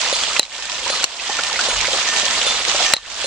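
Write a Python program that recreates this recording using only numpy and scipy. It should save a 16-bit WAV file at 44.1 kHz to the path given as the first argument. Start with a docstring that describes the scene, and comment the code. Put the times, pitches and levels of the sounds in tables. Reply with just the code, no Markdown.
"""Small water wheel with a hammer

A wheel turns in a stream, and water splashes over its paddles in a dense spray of drops and bubbles.
Its hammer strikes two ringing metal parts in turn, and moving air rumbles softly on the microphone.
Two sharp knocks and a snap right beside the microphone overload it. After each, the gain control
turns the sound down and slowly lets it back."""
import sys
import numpy as np
from scipy import signal
from scipy.io import wavfile
from scipy.ndimage import uniform_filter1d

SR = 44100
rng = np.random.default_rng(int(sys.argv[2]) if len(sys.argv) > 2 else 0)


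def write(x):
    x = np.atleast_2d(x).T
    wavfile.write(sys.argv[1], SR, np.round(np.clip(x, -1, 1) * 32767).astype(np.int16))


N = 143766
TIME = np.arange(N) / SR
LAG_S, LAG_SPREAD_S = .00005, .000075  # how much later water is heard on the left, and how that varies


def from_db(db):
    """Turn decibels into a number to multiply a sound by."""
    return 10 ** (np.asarray(db) / 20)


def unit_power(x):
    """Scale a sound to an average power of one."""
    return x / np.sqrt(np.mean(x ** 2) + 1e-20)


def level_curve(rows):
    """Join (time, level) points into a gain for every sample."""
    return from_db(np.interp(TIME, *np.transpose(rows)))


def at_pitch(rows, hz):
    """Read a (pitch, value) table at any pitch."""
    pitches, values = np.transpose(rows)
    return np.interp(np.log(hz), np.log(pitches), values)


def pan(db):
    """Two gains that make the left side db louder than the right."""
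    return from_db(np.array([[.5], [-.5]]) * db)


def band(x, hz, kind, order=2):
    """Keep the lows, the highs or a band; a higher order cuts more steeply."""
    sections = signal.butter(order, np.minimum(hz, .45 * SR), kind, fs=SR, output="sos")
    return signal.sosfilt(sections, x + 1e-18)


def drift(rate_hz):
    """A smooth random wobble about 1 in size, its extremes cut off."""
    pole = np.exp(-80 * np.pi * rate_hz / SR)
    slow = signal.lfilter([1], [1, -2 * pole, pole * pole], rng.standard_normal(N // 40 + 2002))[2000:]
    return np.interp(np.arange(N) / 40, np.arange(len(slow)), np.clip(unit_power(slow), -2.5, 1.5))


def fade(t, ring_s):
    """Die away by 60 dB in ring_s, the ring time."""
    return np.exp(-np.log(1000) * t / ring_s)


def ring(clicks, hz, ring_s):
    """Each click starts a fading tone."""
    decay, angle = fade(1 / SR, ring_s), 2 * np.pi * hz / SR
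    return signal.lfilter([1, 0, -1], [1, -2 * decay * np.cos(angle), decay * decay], clicks + 1e-18)


def add(out, start_s, sound):
    """Mix a sound in at its start time."""
    start = int(start_s * SR)
    end = min(start + sound.shape[-1], N)
    out[:, start:end] += sound[:, :end - start]


def impacts(per_s, spread_db):
    """Random clicks of uneven size, each arriving from its own direction."""
    at = np.flatnonzero(rng.random(N) < per_s / SR)
    size, side = rng.random((2, N), dtype=np.float32)[:, at]
    size = from_db(spread_db * np.minimum(-np.log(size + 1e-9), 3.4))
    bearing = np.log((side + 1e-6) / (1 - side + 1e-6)) * np.sqrt(3) / np.pi
    lag = np.rint((LAG_S + LAG_SPREAD_S * bearing) * SR).astype(int)
    out = np.zeros((2, N))
    out[0, np.clip(at + lag, 0, N - 1)] = size
    out[1, at] = size
    return out


# Which side the water is heard on: (pitch [Hz], left minus right [dB])
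WATER_SIDE = [(200, 0.5), (1000, -0.2), (2300, -6), (4000, -2.3)]
# The tone of the smooth rush: (pitch [Hz], relative level [dB])
RUSH_TONE = [(120, -24.5), (250, -10.5), (380, -19.5), (560, -5), (1000, 0), (1800, -6), (3400, 0.5),
             (6200, -2), (8000, -6)]
def rush(surge_db=1.5, flicker_db=2.5):
    """Countless small splashes merge into flickering noise, alike in both ears only in the bass."""
    out, surge, edges = 0, drift(14), np.geomspace(100, 11500, num=19)
    white = rng.standard_normal((2, 2, N))
    for k, (low, high) in enumerate(zip(edges, edges[1:])):
        middle, side = band(white[k % 2], [low, high], "band")
        hz = np.sqrt(low * high)
        alike = max(np.exp(-.5 * (2 * np.pi * hz * LAG_SPREAD_S) ** 2), .051)
        noise = np.sqrt(1 + alike) * middle + np.sqrt(1 - alike) * side * [[1], [-1]]
        gain = from_db(at_pitch(RUSH_TONE, hz) + surge_db * surge + flicker_db * drift(38))
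        out += gain * pan(at_pitch(WATER_SIDE, hz)) * noise
    out[0] = np.roll(out[0], round(LAG_S * SR))
    return from_db(-21.5) * unit_power(out)


# The tone of the falling drops: (pitch [Hz], relative level [dB])
DROP_TONE = [(300, -11), (520, 1), (1000, -6.5), (1800, -3.5), (3300, 6.5), (5000, -3.5), (8000, -6.5)]
def drops(per_s=2200, ring_cycles=14.3):
    """Drops fall in clumps and ring briefly as bubbles; small high ones are the most common."""
    out, pitches, clumps = 0, np.geomspace(330, 8000, num=26), from_db(3.2 * drift(18))
    for hz in pitches:
        clicks = impacts(per_s * clumps * hz / pitches.sum(), spread_db=2.5)
        plinks = unit_power(ring(clicks, hz, ring_cycles / hz))
        gain = np.sqrt(hz) * from_db(at_pitch(DROP_TONE, hz))
        out += plinks * gain * pan(at_pitch(WATER_SIDE, hz))
    return from_db(-25) * unit_power(out)


def splats(fade_s=.0018):
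    """Water slaps the paddles in tiny bright bursts."""
    slaps = impacts(per_s=210, spread_db=5.5)
    power = signal.lfilter([1], [1, -np.exp(-2 / (fade_s * SR))], slaps ** 2 + 1e-18)
    bursts = np.sqrt(power) * np.sign(rng.standard_normal((2, N)))
    return from_db(-28.5) * unit_power(band(bursts, [1890, 7370], "band")) * pan(-5.5)


# Loud gulps and drops of water: (time [s], starting pitch [Hz], level [dB])
LOUD_BUBBLES = [(.2119, 4420, -13), (.2345, 3200, -8.5), (.3635, 2480, -8), (.862, 930, -16),
                (1.196, 2470, -11), (1.292, 778, -10), (1.387, 1360, -7), (1.514, 830, -19.5),
                (1.558, 2020, -13.5), (1.590, 1390, -7), (1.662, 638, -16.5), (1.804, 2230, -13.5),
                (1.82, 950, -18), (1.851, 2050, -13.5), (1.878, 515, -15), (1.932, 496, -16),
                (2.226, 567, -14.5), (2.278, 3080, -15), (2.414, 2780, -12), (2.678, 452, -15.5),
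                (2.745, 590, -15), (2.8, 668, -14), (2.908, 702, -20), (2.9245, 5250, -11.5)]
def bubbles(quiet_per_s=55, low_hz=900, high_hz=6000, rise=.45, swell_cycles=2.14):
    """Loud bubbles and many quiet random ones swell, then rise in pitch as they die in a little froth."""
    out, t, quiet = np.zeros((2, N)), TIME[:SR // 10], []
    for when, pitch, softness in rng.random((int(quiet_per_s * N / SR), 3)):
        hz = low_hz * (high_hz / low_hz) ** pitch
        db = -21.5 - .5 * min(-np.log(1 - softness), 2)
        quiet.append((when * N / SR, hz, db))
    for start_s, hz, db in LOUD_BUBBLES + quiet:
        ring_s = .064 * min(1, 1000 / hz) ** (2 / 3)  # smaller, higher bubbles die sooner
        tone = np.sin(2 * np.pi * hz * t * (1 + .5 * rise * np.minimum(t / ring_s, 1)))
        froth = .62 * unit_power(ring(rng.standard_normal(len(t)), hz, 1 / (.33 * hz)))
        shape = (1 - np.exp(-t * hz / swell_cycles)) * fade(t, ring_s)
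        add(out, start_s, from_db(db) * shape * (tone + froth) * pan(at_pitch(WATER_SIDE, hz)))
    return out


# How loud the water is heard, with an extra dip as the gain drops after the last knock:
# (time [s], level [dB])
WATER_LEVEL = [(0, 1), (.3, -1), (.65, -3), (1.0, -0.5), (1.4, 1), (1.8, 0), (2.2, 2.5), (2.62, 0),
               (2.86, 4), (3.02, -5.5), (3.26, 1.5)]
def water(top_hz=7850):
    """The splashing grows louder and softer; its highest treble is only a faint mist."""
    splashing = (rush() + drops() + splats()) * level_curve(WATER_LEVEL) + bubbles()
    mist = from_db(-12) * band(splashing, top_hz, "high", order=4)
    return band(splashing, top_hz, "low", order=12) + mist


# Air pushing on the microphone: (time [s], level [dB])
AIR_LEVEL = [(0, -49.5), (1.65, -47.5), (1.8, -34), (1.95, -48), (3.26, -44.5)]
def air_rumble():
    """Moving air rumbles separately on each side of the microphone."""
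    lows = band(rng.standard_normal((2, N)), 75, "low")
    return unit_power(band(lows, 22.4, "high")) * level_curve(AIR_LEVEL) * pan(3.5)


def struck(tones, lag_s=0):
    """One blow sets a part ringing with several tones, heard lag_s later on the left."""
    out, t = 0, np.maximum(TIME[:SR] - np.array([[lag_s], [0]]), 0)
    for k, (hz, db, ring_s) in enumerate(tones):
        out += (-1) ** k * from_db(db) * np.sin(2 * np.pi * hz * t) * fade(t, ring_s)
    return out


def crack(fade_s=.0017):
    """The instant of contact: a very short burst of noise."""
    burst = rng.standard_normal((2, SR)) * np.exp(-TIME[:SR] / fade_s)
    return band(burst, 7100, "low", order=6)


# The tones of the first metal part: (pitch [Hz], level [dB], ring time [s])
CLANK_TONES = [(1259, -35, 1.2), (2928, -32, 1.0), (3535, -24, .45), (4126, -26.5, .8), (4626, -31, 1.1),
               (6665, -31.5, .6), (9198, -29, .16), (9422, -28, .18)]
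# Hammer blows on it: (time [s], strength [dB], favoured pitch [Hz], thud level [dB])
CLANK_BLOWS = [(0.127, -0.5, 4450, -8.5), (.901, -1, 4370, -11), (1.686, -1.5, 6665, -10.5),
               (2.466, 0.5, 3530, -11), (3.243, -1, 3980, -10.5)]
def clanks(boost_db=8, width_octaves=.11, thud_hz=545, thud_ring_s=.024):
    """The hammer ticks on metal and the frame thuds; each spot it hits favours a different pitch."""
    out = np.zeros((2, N))
    for start_s, db, favoured_hz, thud_db in CLANK_BLOWS:
        tones = []
        for hz, level, ring_s in CLANK_TONES:
            nearness = np.exp(-(np.log2(hz / favoured_hz) / width_octaves) ** 2)
            tones.append((hz, db + level + boost_db * nearness, ring_s))
        tones.append((thud_hz, thud_db, thud_ring_s))
        add(out, start_s, struck(tones, LAG_S / 2) + from_db(db - 10) * crack())
    return band(out, 364, "high")


def close_blow(start_s, db, tones):
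    """A crack and a very short ring; the harder the blow, the more the crack stands out."""
    out = np.zeros((2, N))
    add(out, start_s, from_db(db) * (struck(tones) + from_db(8 + db) * crack()))
    return band(out, 170, "high", order=1)


# The tones of a knock: (pitch [Hz], level [dB], ring time [s])
KNOCK_TONES = [(570, -11, .025), (890, -16, .04), (1900, -12, .035), (2800, -11, .02), (3822, -11, .095),
               (4050, 4, .03), (4230, -10, .07), (7500, -2, .012), (8800, -6, .018)]
# Knocks and rebounds: (time [s], strength [dB], drop either side of the main tone [dB per octave])
KNOCK_BLOWS = [(0.3946, 1, -2), (0.4298, -5.5, 13), (2.936, 2, -2.5), (2.9658, -5, 12)]
def knocks(main_hz=4050):
    """Two hard knocks beside the microphone, each with a softer, purer rebound."""
    out = 0
    for start_s, db, drop in KNOCK_BLOWS:
        tones = [(hz, level - drop * abs(np.log2(hz / main_hz)), ring_s)
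                 for hz, level, ring_s in KNOCK_TONES]
        out += close_blow(start_s, db, tones)
    return out


# The tones of the second metal part: (pitch [Hz], level [dB], ring time [s])
CHIME_TONES = [(1802, -28.5, 1.4), (6109, -26, .6), (7385, -32, .4)]
# Hammer blows on it: (time [s], strength [dB], brightness [dB per octave], ring length [times usual])
CHIME_BLOWS = [(0.511, -5, -7.5, 1.4), (1.297, 2, -3, 1.26), (2.076, 5.5, -2.5, 0.89),
               (2.856, 5.5, 0.5, 0.55)]
def chimes(pivot_hz=2480):
    """Between clanks the hammer rings the second metal part, never at quite the same spot."""
    out = np.zeros((2, N))
    for start_s, db, brightness, length in CHIME_BLOWS:
        tones = [(hz, db + level + brightness * np.log2(hz / pivot_hz), ring_s * length)
                 for hz, level, ring_s in CHIME_TONES]
        add(out, start_s, struck(tones, LAG_S / 2))
    return band(out, 364, "high")


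# The tones of the snapping part: (pitch [Hz], level [dB], ring time [s])
SNAP_TONES = [(1050, -13, .03), (2810, -7, .02), (4330, -3, .022), (5890, -1.5, .028), (7600, -3, .02)]
def snap():
    """Another close part snaps once, brighter than the knocks."""
    return close_blow(start_s=1.0413, db=.5, tones=SNAP_TONES)


def scene():
    """The water, the wheel's mechanism and the air, heard together."""
    return water() + clanks() + knocks() + chimes() + snap() + air_rumble()


def gain_control(x, above_db=-5.5, duck_db=-12, attack_s=.0049, hold_s=.089, release_s=.16):
    """An overload pulls the volume down fast; it is held there, then creeps back."""
    block = 32  # samples between updates
    power = uniform_filter1d(np.mean(x ** 2, axis=0), size=96)[::block]
    level_db = 10 * np.log10(np.abs(power) + 1e-12)
    overload = np.clip((level_db - above_db) / 3, 0, 1)  # full effect at 3 dB too loud
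    step_s, gain_db, aim_db, hold_left_s, gains_db = block / SR, 0, 0, 0, []
    for wanted_db in duck_db * overload:
        hold_left_s -= step_s
        if wanted_db <= aim_db or hold_left_s <= 0:
            aim_db, hold_left_s = wanted_db, hold_s
        glide_s = attack_s if aim_db < gain_db else release_s
        gain_db += (aim_db - gain_db) * (1 - np.exp(-step_s / glide_s))
        gains_db.append(gain_db)
    return x * from_db(np.interp(TIME, TIME[::block], gains_db))


def record(dry):
    """A dull microphone, gain control, clipped peaks and a steep cut of the highest treble."""
    dull = band(dry, 10400, "low", order=14)
    clipped = np.clip(gain_control(dull), -1, 1)
    return band(clipped, 14000, "low", order=12)


dry = scene()
out = record(dry)
write(out)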